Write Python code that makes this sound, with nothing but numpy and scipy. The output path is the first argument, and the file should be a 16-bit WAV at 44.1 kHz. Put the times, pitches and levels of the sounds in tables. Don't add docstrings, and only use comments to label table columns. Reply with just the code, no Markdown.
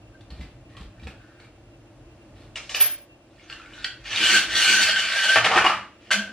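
import sys
import numpy as np
from scipy import signal
from scipy.fft import rfft, irfft, next_fast_len
from scipy.io import wavfile
from scipy.ndimage import uniform_filter1d

SR = 44100
rng = np.random.default_rng(int(sys.argv[2]) if len(sys.argv) > 2 else 0)


def output_pcm(signal):
    pcm = np.clip(np.atleast_2d(signal).T, -1, 1) * 32767
    wavfile.write(sys.argv[1], SR, np.round(pcm).astype(np.int16))


N = 278976


def head_rail():
    # (time [s], relative peak level [dB], ring frequency [Hz])
    rail_knocks = [(3.362, -54, 4400), (3.396, -44.5, 2150), (3.4992, -30, 2740), (3.5, -36.5, 1390),
                   (3.502, -44, 4200), (3.526, -27, 2770), (3.5985, -36, 1360), (3.617, -37, 2550),
                   (3.649, -40, 1400), (3.66, -37.5, 2200), (3.735, -36, 2960), (3.779, -35.5, 1480),
                   (3.8465, -32, 5350), (3.844, -17.5, 4460), (3.845, -17, 3260), (3.846, -21.5, 1930),
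                   (3.847, -18.5, 4160), (3.8455, -21, 1540), (3.849, -48, 2820), (4.058, -46, 2160),
                   (4.131, -16.5, 2770), (4.1601, -14, 3700), (5.294, -18.5, 1560), (6.106, -17, 1520),
                   (6.114, -9.5, 1580), (6.109, -25.5, 1142), (6.113, -57, 585), (6.118, -13, 2050),
                   (6.1314, -35, 3070), (6.16, -30, 650)]
    # (time [s], relative peak level [dB], ring frequency [Hz])
    slat_flicks = [(4.1726, -5, 3220), (4.1896, -12, 3170), (4.2125, -3.5, 3040), (4.2294, -4.5, 2950),
                   (4.2687, -4, 3130), (4.3011, -3.5, 2790), (4.3386, -22, 2750), (4.3742, -13, 2760),
                   (4.506, -16, 3200), (4.535, -19, 3220), (4.554, -8, 3340), (4.5774, -12, 3520),
                   (4.6232, -3, 2850), (4.6464, -14, 2630), (4.6777, -9, 3200), (4.696, -7, 2760),
                   (4.7194, -15, 2320), (4.7483, -5.5, 4400), (4.784, -14, 2780), (4.822, -19, 3070),
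                   (4.86, -11, 3050), (4.8915, -16, 4340), (4.9599, -6, 3084), (4.9825, -16, 3110),
                   (5.0364, -23, 2870), (5.0783, -23, 2860), (5.1404, -21, 3040), (5.1894, -10, 3000),
                   (5.24, -12, 2920), (5.288, -14, 2880), (5.3292, -22, 3100)]
    # (frequency [Hz], relative density [dB per Hz])
    rasp_colour = [(90, -59), (150, -30), (620, -21), (1030, -19), (1380, -8.5), (1900, -7.5), (2970, -5),
                   (3650, -7.5), (4400, -12), (7850, -19), (11000, -28), (15500, -30)]
    # (frequency [Hz], width [Hz], relative level [dB])
    upper_modes = [(4460, 160, 0), (4250, 140, -3)]

    rasp, jerks_db = cord_rasp()
    effort = rasp / (rasp + amp(-42.5))
    broad = unit_gain(lambda x: colour(x, rasp_colour))
    catches = grains(3000 * amp(4 * drift(25)), spread_db=2.8)

    slips = broad(amp(-3) * rasp * catches + amp(-11) * bursts(rail_knocks, decay_s=.003))
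    slips = patchy(slips + broad(amp(-22) * bursts(slat_flicks, decay_s=0.012)))
    slips = brightened(rail_ring(slips, effort), rasp)
    knocks = pings(rail_knocks, cycles=7.1, gain_db=-3.5)
    flicks = pings(slat_flicks, cycles=13.7, gain_db=-9)
    singing = singing_rail(jerks_db)
    pane = pane_boom(rasp, catches)

    upper = rms_one(resonate(resonate(catches, upper_modes), upper_modes))
    upper = amp(-19 + 5.8 * drift(23)) * effort * rasp * upper
    ticks = amp(-16) * effort * rasp * broad(grains(400, spread_db=5.5))
    near = upper + ticks + amp(-5.5) * knocks
    echoing = slips + knocks + flicks + amp(-13) * singing + amp(-8) * near
    return echoing, pane + amp(-5.5) * singing + near


def cord_rasp():
    # (time [s], relative rasp level [dB])
    strokes = [
        [(3.3, -68), (3.39, -59.5), (3.476, -52), (3.572, -56.5), (3.7, -54.5), (3.836, -40.5), (3.904, -65),
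         (4.02, -49)],
        [(4.03, -51.5), (4.062, -34), (4.08, -35), (4.182, -25.5), (4.37, -21.5), (4.472, -34), (4.5, -28.5),
         (4.564, -22.5), (4.63, -22), (4.7, -22), (4.838, -22.5), (4.95, -27.5), (4.98, -24.5), (5.115, -28.5),
         (5.135, -25.5), (5.36, -24), (5.4, -33.5)],
        [(5.8, -60), (5.95, -62), (6.05, -55), (6.11, -54)],
    ]
    # (time [s], relative rasp level [dB], held [s])
    cord_jerks = [(3.5, -40, 0.0037), (3.526, -44.5, 0.004), (3.845, -33.5, 0.0014), (6.107, -29, 0.0044),
                  (6.112, -23, 0.02), (6.15, -39.5, 0.015)]
    jerks_db = swells(cord_jerks[:-1], rise_db_s=8000, fall_db_s=515)
    swing_db = swells(cord_jerks[-1:], rise_db_s=8000, fall_db_s=88)
    jerks_db = np.maximum(jerks_db, swing_db)
    return gains(strokes)[0] + amp(jerks_db), jerks_db


def rail_ring(slips, effort):
    # (frequency [Hz], width [Hz], relative level [dB])
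    rail_modes = [(2220, 250, -9), (3120, 63, -18), (2944, 50, 2), (3054, 41, 0), (2717, 51, -5),
                  (3230, 24, 5), (4260, 67, -14), (4470, 52, -9), (4365, 157, 3.5), (4970, 20, -6),
                  (5890, 110, 0)]
    ringing = 0
    for mode in rail_modes:
        drive = amp(3.5 * drift(16) - 1)
        ringing = ringing + resonate(drive * effort * slips, [mode])
    return slips + ringing


def brightened(slips, rasp):
    rasp_db = 20 * np.log10(rasp)
    treble_db = np.minimum(2 * (rasp_db + 22), 0) + 3
    treble = signal.lfilter(*signal.butter(1, 4500, "high", fs=SR), slips)
    return slips + (amp(treble_db) - 1) * treble


def singing_rail(jerks_db):
    # (time [s], relative level [dB], held [s])
    sung = [(0.15, -58, 0.004), (4.064, -47, .12), (4.212, -23, 0.1), (4.346, -14.5, 0.035),
            (4.45, -30, 0.13), (4.57, -25, 0.053), (4.665, -18.5, 0.084), (4.735, -14, 0.071),
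            (4.84, -23, 0.13), (4.95, -17.5, 0.02), (5.02, -27, 0.089), (5.11, -23.5, 0.07),
            (5.22, -18.5, 0.037), (5.295, -12, 0.032), (6.15, -31, 0.07), (6.28, -38, 0.0054)]
    # (frequency [Hz], width [Hz], relative level [dB])
    tone_modes = [(1568, 30.3, 16), (1530, 46, 8), (1520, 41, -16)]
    tone = amp(swells(sung, rise_db_s=704, fall_db_s=293)) + amp(jerks_db)
    singing = resonate(resonate(grains(400, spread_db=5.5), tone_modes), [(1476, 65, 0)])
    waver = np.cumsum(1 + .012 * drift(15.26))
    singing = np.interp(waver, np.arange(N), singing)
    firm = tone / (tone + amp(-42))
    breaks = amp((1.5 + 3 * (1 - firm)) * (drift(30) - .5))
    return tone * breaks * evened(singing, share=.62)


def pane_boom(rasp, catches):
    # (time [s], relative level [dB], held [s])
    booms = [(4.21, -40.5, 0.02), (4.334, -36, 0.026), (4.546, -43.5, 0.027), (4.7, -41, 0.13),
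             (4.934, -47, 0.0078), (5.05, -53, 0.03), (6.18, -27, 0.022), (6.27, -42, 0.047)]
    # (frequency [Hz], width [Hz], relative level [dB])
    upper_mode = [(628, 240, 0)]
    # (frequency [Hz], width [Hz], relative level [dB])
    second_mode = [(314, 320, 0)]
    boom = amp(swells(booms, rise_db_s=357, fall_db_s=296))
    phase = 2 * np.pi * 204 / SR * np.cumsum(1 + 0.034 * drift(21))
    lowest = boom * np.sqrt(2) * np.sin(phase)

    growth_db = 9 * np.arange(N) / SR
    hum = rasp * amp(-62.5 + growth_db + 4.7 * drift(17))
    upper = hum * rms_one(resonate(resonate(catches, upper_mode), upper_mode))
    running = amp(swells(booms[:-2], rise_db_s=357, fall_db_s=296))
    second = running * rms_one(resonate(resonate(catches, second_mode), second_mode))
    return amp(-5.5) * lowest + amp(-4.5) * upper + amp(-2.5) * second


def patchy(x):
    edges = 1700 * 2 ** np.arange(0, 2.4, 1 / 3)
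    out = x
    for low, high in zip(edges, edges[1:]):
        out = out + (amp(3.3 * (drift(30) - 0.19)) - 1) * band(x, low, high)
    return out


def slats():
    # (time [s], relative low level [dB], relative high level [dB], held [s])
    pile_heaps = [(5.358, -16.5, -10.5, 0.0078), (5.448, -11.5, -7.5, 0.0053), (5.506, -16.5, -19, 0.044),
                  (5.566, -18, -13, 0.018), (5.644, -14.5, -16.5, 0.011), (5.679, -37, -22.5, 0.01)]
    # (time [s], relative peak level [dB], ring frequency [Hz], relative sill thud level [dB])
    landings = [(5.359, -7.5, 650, -30), (5.364, -15.5, 607, -22), (5.367, -6, 1760, -23),
                (5.377, -13.5, 638, -24), (5.384, -15.5, 1590, -34), (5.45, -24, 2590, -35),
                (5.453, -21, 660, -32), (5.464, -11, 3140, -27), (5.51, -13, 1450, -34),
                (5.56, -6.5, 1224, -4.5), (5.571, -7, 2530, -7.5), (5.576, -7.5, 1560, -32),
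                (5.583, -11.5, 1570, -39), (5.612, -11.5, 1490, -36.5), (5.643, -12, 970, -0.5),
                (5.648, -9.5, 1190, -19), (5.655, -16, 737, -18), (5.664, -6.5, 1130, -10.5),
                (5.699, -13, 1170, -10.5)]
    # (frequency [Hz], relative level [dB], decay time T60 before capping [s])
    slat_modes = [(620, -6, 0.045), (860, -13, .07), (1182, -1.5, 0.099), (1370, -4, 0.62),
                  (1338, -7, 0.066), (1585, -5.5, 0.17), (1990, -4, 5.0), (2390, -13, 0.15),
                  (2310, -12, 0.12), (2540, -9.5, 0.18), (2872, -0.5, .1), (3700, -21, 0.23)]
    # (frequency [Hz], relative density [dB per Hz])
    pile_colour = [(200, -14.5), (420, -10.5), (635, -2), (1570, 5), (2470, -4.5), (3520, -15.5),
                   (9400, -38), (15500, -62)]
    # (time [s], level [dB], held [s])
    sill_boom = (5.37, -41, 0.16)

    low_heaps = [(s, db, held) for s, db, _, held in pile_heaps]
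    high_heaps = [(s, db, held) for s, _, db, held in pile_heaps]
    low = amp(swells(low_heaps, rise_db_s=1500, fall_db_s=444))
    high = amp(swells(high_heaps[:-1], rise_db_s=1500, fall_db_s=444))
    high = high + amp(swells(high_heaps[-1:], rise_db_s=1500, fall_db_s=175))
    body = unit_gain(lambda x: colour(x, pile_colour))
    clatter = body(grains(2500 * amp(3 * drift(9.3)), spread_db=2.5))
    pile = low * rms_one(band(clatter, 180, 1960)) + high * rms_one(band(clatter, 2600, 13000))

    ring = 0
    for mode in damped(slat_modes, longest_s=.03):
        struck = [(s, db + rng.normal(0, 3)) for s, db, *_ in landings]
        ring = ring + resonate(bursts(struck, decay_s=.004), [mode])
    blows = amp(-9) * body(bursts(landings, decay_s=.006))
    near = pings(landings, cycles=8.7, gain_db=-6)
    thuds = pings([(s, db + thud_db, 352) for s, db, hz, thud_db in landings], cycles=4.2, gain_db=-8.5)
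    boom = amp(swells([sill_boom], rise_db_s=1204, fall_db_s=68))
    sill = boom * evened(resonate(rng.standard_normal(N), [(114.7, 5.3, 0)]), share=0.23)
    return amp(-7) * pile + blows + amp(8) * ring, sill + amp(-10.5) * blows + near + thuds


def window():
    # (time [s], relative level [dB], held [s])
    sash_rubs = [(0.208, -65, .005), (0.308, -47, 0.12), (0.395, -45, 0.0087), (0.415, -44, .005),
                 (0.696, -53, 0.046), (0.776, -45, 0.039), (1.02, -45.5, 0.017), (1.17, -59, 0.25),
                 (1.398, -52.5, 0.033), (2.36, -50.5, 0.067)]
    # (frequency [Hz], relative density [dB per Hz])
    sash_colour = [(530, -4.5), (900, -9), (2520, -6), (4210, -8.5), (6950, -27), (7400, -21.5),
                   (9600, -28), (15500, -32)]
    # (time [s], relative peak level [dB], frequency [Hz])
    seal_thumps = [(0.313, -24.5, 60.6), (0.393, -22.5, 66.6), (0.411, -33, 69), (0.44, -32, 53.8),
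                   (0.804, -26.5, 60.5), (0.847, -32, 45.6), (0.881, -52, 65), (1.02, -29.5, 61.6),
                   (1.049, -22.5, 68)]
    # (time [s], relative peak level [dB], ring frequency [Hz])
    latch_clicks = [(0.2084, -40, 3550), (0.3042, -35, 4360), (0.41, -32.5, 2040), (0.6948, -66, 1890),
                    (0.7677, -33.5, 3170), (0.829, -46, 2430), (0.9971, -42.5, 2350), (1.0345, -38, 3850),
                    (1.0705, -27, 2540), (1.079, -44, 2630), (1.088, -55, 2460), (1.104, -39, 2800),
                    (1.118, -54, 2710), (1.3992, -39, 2180), (1.401, -46, 4380), (1.4455, -41, 2300)]
    # (frequency [Hz], relative level [dB], decay time T60 before capping [s])
    frame_modes = [(1078, 3, 0.12), (1286, -6, 0.07), (1770, -11, 0.077), (1906, 2, 0.075),
                   (1960, -1.5, 0.074), (2420, -12, .2)]
    # (time [s], level [dB], held [s])
    frame_squeak = (0.701, -56.5, 0.066)

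    frame = unit_gain(lambda x: colour(x, sash_colour))
    ring = unit_gain(lambda x: resonate(x, damped(frame_modes, longest_s=0.15)))
    rub = amp(swells(sash_rubs, rise_db_s=1500, fall_db_s=191.5)) * grains(2500, spread_db=3.5)
    rubs = frame(amp(-10) * rub + amp(-11) * bursts(latch_clicks, decay_s=0.0074))
    creak = amp(swells([frame_squeak], rise_db_s=900, fall_db_s=250)) * ring(grains(900, spread_db=8.5))
    clicks = pings(latch_clicks, cycles=14, gain_db=-8)
    puffs = amp(5.5) * band(bursts(seal_thumps, decay_s=0.03), 140, 235)
    return rubs + clicks + creak, pings(seal_thumps, cycles=1.34, gain_db=-2) + puffs


def keys():
    # (time [s], relative level [dB], held [s])
    shoves = [(2.558, -35, 0.01), (2.6, -47.5, 0.09), (2.697, -31, 0.015), (2.745, -23.5, 0.0039),
              (2.805, -18.5, 0.0032), (2.82, -35, 0.026)]
    # (time [s], relative peak level [dB], ring frequency [Hz])
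    key_taps = [(2.558, -21.5, 2830), (2.571, -22.5, 2270), (2.694, -24, 2940), (2.747, -13.5, 2740),
                (2.769, -27, 3050), (2.807, -17, 3070), (2.839, -27.5, 2200), (2.864, -40, 2900)]
    # (frequency [Hz], relative density [dB per Hz])
    key_colour = [(210, -58), (350, -29), (565, 0.5), (834, -11), (1500, -3.5), (2930, -1), (5250, -4),
                  (9000, -18), (12000, -34), (15500, -48)]
    # (frequency [Hz], width [Hz], relative level per pass [dB])
    key_modes = [(11747, 60, 10), (11700, 120, 2), (14440, 50, -1.5), (14750, 50, -1)]
    # (time [s], relative level [dB], held [s])
    key_jingles = [(2.7, -76, .02), (2.75, -54, 0.035), (2.808, -29.5, 0.0055)]

    drag = amp(swells(shoves, rise_db_s=3997.5, fall_db_s=266)) * grains(5000, spread_db=2.5)
    jingle = amp(swells(key_jingles, rise_db_s=1493, fall_db_s=455))
    ringing = rms_one(resonate(resonate(grains(590, spread_db=4), key_modes), key_modes))
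    top = unit_gain(lambda x: colour(x, key_colour))
    contact = top(amp(-7.5) * drag + amp(-13.5) * bursts(key_taps, decay_s=0.0084))
    return contact + amp(9.5) * jingle * ringing + pings(key_taps, cycles=3.7, gain_db=3)


def scrapes():
    # (time [s], level [dB], held [s])
    faint_scrapes = [(0.97, -62, 0.025), (1.03, -65, 0.12), (1.17, -61.5, 0.082), (1.295, -61, 0.02),
                     (1.36, -63, 0.048), (3.495, -50, 0.036), (3.56, -54, 0.025), (3.62, -54, .05),
                     (3.705, -53, 0.19)]
    # (frequency [Hz], width [Hz], relative level [dB])
    scraped_modes = [(1300, 81, -9), (1510, 97, 4.5), (1540, 46, -3), (2720, 79, -25)]
    catches = grains(700, spread_db=2.5)
    rough = sum(resonate(amp(1.9 * drift(12)) * catches, [mode]) for mode in scraped_modes)
    return amp(swells(faint_scrapes, rise_db_s=696, fall_db_s=305)) * evened(rough, share=0.36)


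def background():
    # (time [s], relative bass level [dB], relative murmur level [dB])
    background_levels = [(0.0, -53.5, -56), (1.02, -52, -56.5), (1.34, -57.5, -57.5), (2.48, -51.5, -54.5),
                         (3.08, -62, -57.5), (4.02, -54, -56.5), (4.4, -52, -48.5), (4.9, -56.5, -67),
                         (5.3, -63, -61), (5.85, -65, -59.5), (6.33, -61, -52.5)]
    # (frequency [Hz], relative density [dB per Hz])
    rumble_colour = [(15, -43), (25, -45), (43, 7), (75, -3.5), (102, 5.5), (135, 3), (151, -29.5),
                     (182, -5.5), (240, -24), (310, -38), (530, -120)]
    # (frequency [Hz], relative density [dB per Hz])
    murmur_colour = [(88, -48), (150, -17.5), (244, -9), (326, -2.5), (359, -3.5), (381, -22), (420, -12.5),
                     (500, -14), (583, -8.5), (930, -21), (1660, -24), (2310, -28), (2500, -27),
                     (11800, -46), (15500, -64.5)]
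    bass, murmur = gains([background_levels])
    white = rng.standard_normal((2, 2, N))
    rumble = amp(1.5) * bass * rms_one(colour(white[0], rumble_colour))
    return rumble + amp(2.5) * murmur * rms_one(colour(white[1], murmur_colour))


def room(x):
    # (frequency [Hz], T60 [s])
    room_t60 = [(100, 1), (400, 0.37), (1000, 0.39), (4000, 0.3), (12000, 0.28)]
    t, tail = np.arange(SR // 2) / SR, 0
    edges = 60 * 2 ** np.arange(9.0)
    for low, high in zip(edges, np.minimum(edges * 2, .45 * SR)):
        echoes = band(rng.standard_normal((2, len(t))), low, high)
        tail = tail + echoes * amp(-60 * t / at_hz(room_t60, low * 1.4))
    tail *= np.minimum(t / 0.0011, 1)
    tail /= np.sqrt(np.sum(tail ** 2, axis=1, keepdims=True))
    tail[0] *= amp(0.5)
    tail[:, 0] += [1, .35]
    return signal.fftconvolve(x[None], tail, axes=1)[:, :N]


def amp(db):
    return 10 ** (np.asarray(db) / 20)


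def rms_one(x):
    return x / np.sqrt(np.mean(x ** 2) + 1e-20)


def gains(tables):
    out = np.full((len(tables[0][0]) - 1, N), 1e-10)
    for rows in tables:
        s, *columns = np.transpose(rows)
        at = np.arange(round(s[0] * SR), min(round(s[-1] * SR), N))
        out[:, at] = [amp(np.interp(at / SR, s, c)) for c in columns]
    return out


def swells(rows, rise_db_s, fall_db_s):
    t = np.arange(N) / SR
    levels = []
    for s, db, held in rows:
        before, after = np.maximum(s - t, 0), np.maximum(t - s - held, 0)
        levels.append(db - rise_db_s * before - fall_db_s * after)
    return np.max(levels, axis=0)


def drift(per_s):
    knots = rng.standard_normal(int(40 * N / SR))
    r = np.exp(-2 * np.pi * per_s / 40)
    knots = rms_one(signal.lfilter([1], [1, -r], knots))
    return np.interp(np.linspace(0, len(knots) - 1, N), np.arange(len(knots)), knots)


def grains(per_s, spread_db):
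    born, size, sign = rng.random((3, N), np.float32)
    at, out = born < per_s / SR, np.zeros(N)
    size_db = spread_db * np.minimum(-np.log(1 - size[at]), 5)
    out[at] = amp(size_db) * np.sign(sign[at] - .5)
    return rms_one(out)


def bursts(events, decay_s):
    out, t = np.full(N + SR, 1e-18), np.arange(SR // 10) / SR
    for s, level_db, *_ in events:
        out[round(s * SR):][:len(t)] += amp(level_db) * np.exp(-t / decay_s) * rng.standard_normal(len(t))
    return out[:N]


def pings(events, cycles, gain_db):
    out = np.zeros(N)
    for s, level_db, hz, *_ in events:
        i = round(s * SR)
        turns = hz * np.arange(min(N - i, SR // 4)) / SR
        envelope = np.exp(-turns / cycles) * (1 - np.exp(-2 * turns))
        out[i:i + len(turns)] += amp(level_db + gain_db) * np.sin(2 * np.pi * turns) * envelope
    return out


def resonate(x, modes):
    out = 0
    for k, (hz, width, level_db) in enumerate(modes):
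        r = np.exp(-np.pi * width / SR)
        a = [1, -2 * r * np.cos(2 * np.pi * hz / SR), r * r]
        gain = (-1) ** k * amp(level_db) * (1 - r * r) / 2
        out = out + gain * signal.lfilter([1, 0, -1], a, x + 1e-18)
    return out


def damped(modes, longest_s):
    return [(hz, np.log(1000) / np.pi / min(t60, longest_s), level_db) for hz, level_db, t60 in modes]


def evened(x, share):
    swell = np.sqrt(uniform_filter1d(x ** 2, SR // 100) + 1e-12)
    return rms_one(x / swell ** np.clip(share, 0, 1))


def at_hz(points, hz):
    table = np.array(points)
    return np.interp(np.log(hz + 1), np.log(table[:, 0]), table[:, 1])


def colour(x, spectrum, turn=1):
    n = x.shape[-1]
    size = next_fast_len(n)
    weight = amp(at_hz(spectrum, np.fft.rfftfreq(size, 1 / SR)))
    return irfft(rfft(x, size) * turn * weight, size)[..., :n]


def band(x, low_hz, high_hz):
    return signal.sosfilt(signal.butter(2, [low_hz, high_hz], "band", fs=SR, output="sos"), x)


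def unit_gain(shape):
    scale = np.sqrt(np.sum(shape(signal.unit_impulse(2 ** 14, "mid")) ** 2))
    return lambda x: shape(x) / scale


def scene():
    # (frequency [Hz], gain [dB])
    common_tone = [(20, -30.5), (40, 1), (9000, -1), (9600, -3.5), (10500, -5), (11750, -13),
                   (15500, -30.5)]
    # (frequency [Hz], gain [dB])
    opposed_tone = [(25, -45), (60, -45), (110, -25), (200, -21), (380, -13.5), (700, -13), (1290, -9),
                    (2380, -14.5), (4400, -0.5), (8120, 3.5), (11000, 8), (15500, 9)]
    rail, tones = head_rail()
    clatter, sill = slats()
    rubs, thumps = window()
    alike = (thumps + tones + sill) * amp([[0], [-28]])
    total, apart = room(rubs + scrapes() + keys() + rail + clatter) + background() + alike
    whine = amp(-64.5) * rms_one(resonate(rng.standard_normal(N), [(2710, 12, 0)]))
    total = colour(total, common_tone)
    apart = colour(apart, opposed_tone, turn=1j) + whine
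    total += amp(-79) * band(rng.standard_normal(N), 880, 5000)
    apart += amp(-73.5) * band(rng.standard_normal(N), 3000, 14000)
    return np.array([total + apart, total - apart])


def record(dry):
    return signal.sosfilt(signal.cheby2(12, 70, 16100, fs=SR, output="sos"), dry)


dry = scene()
out = record(dry)
output_pcm(out)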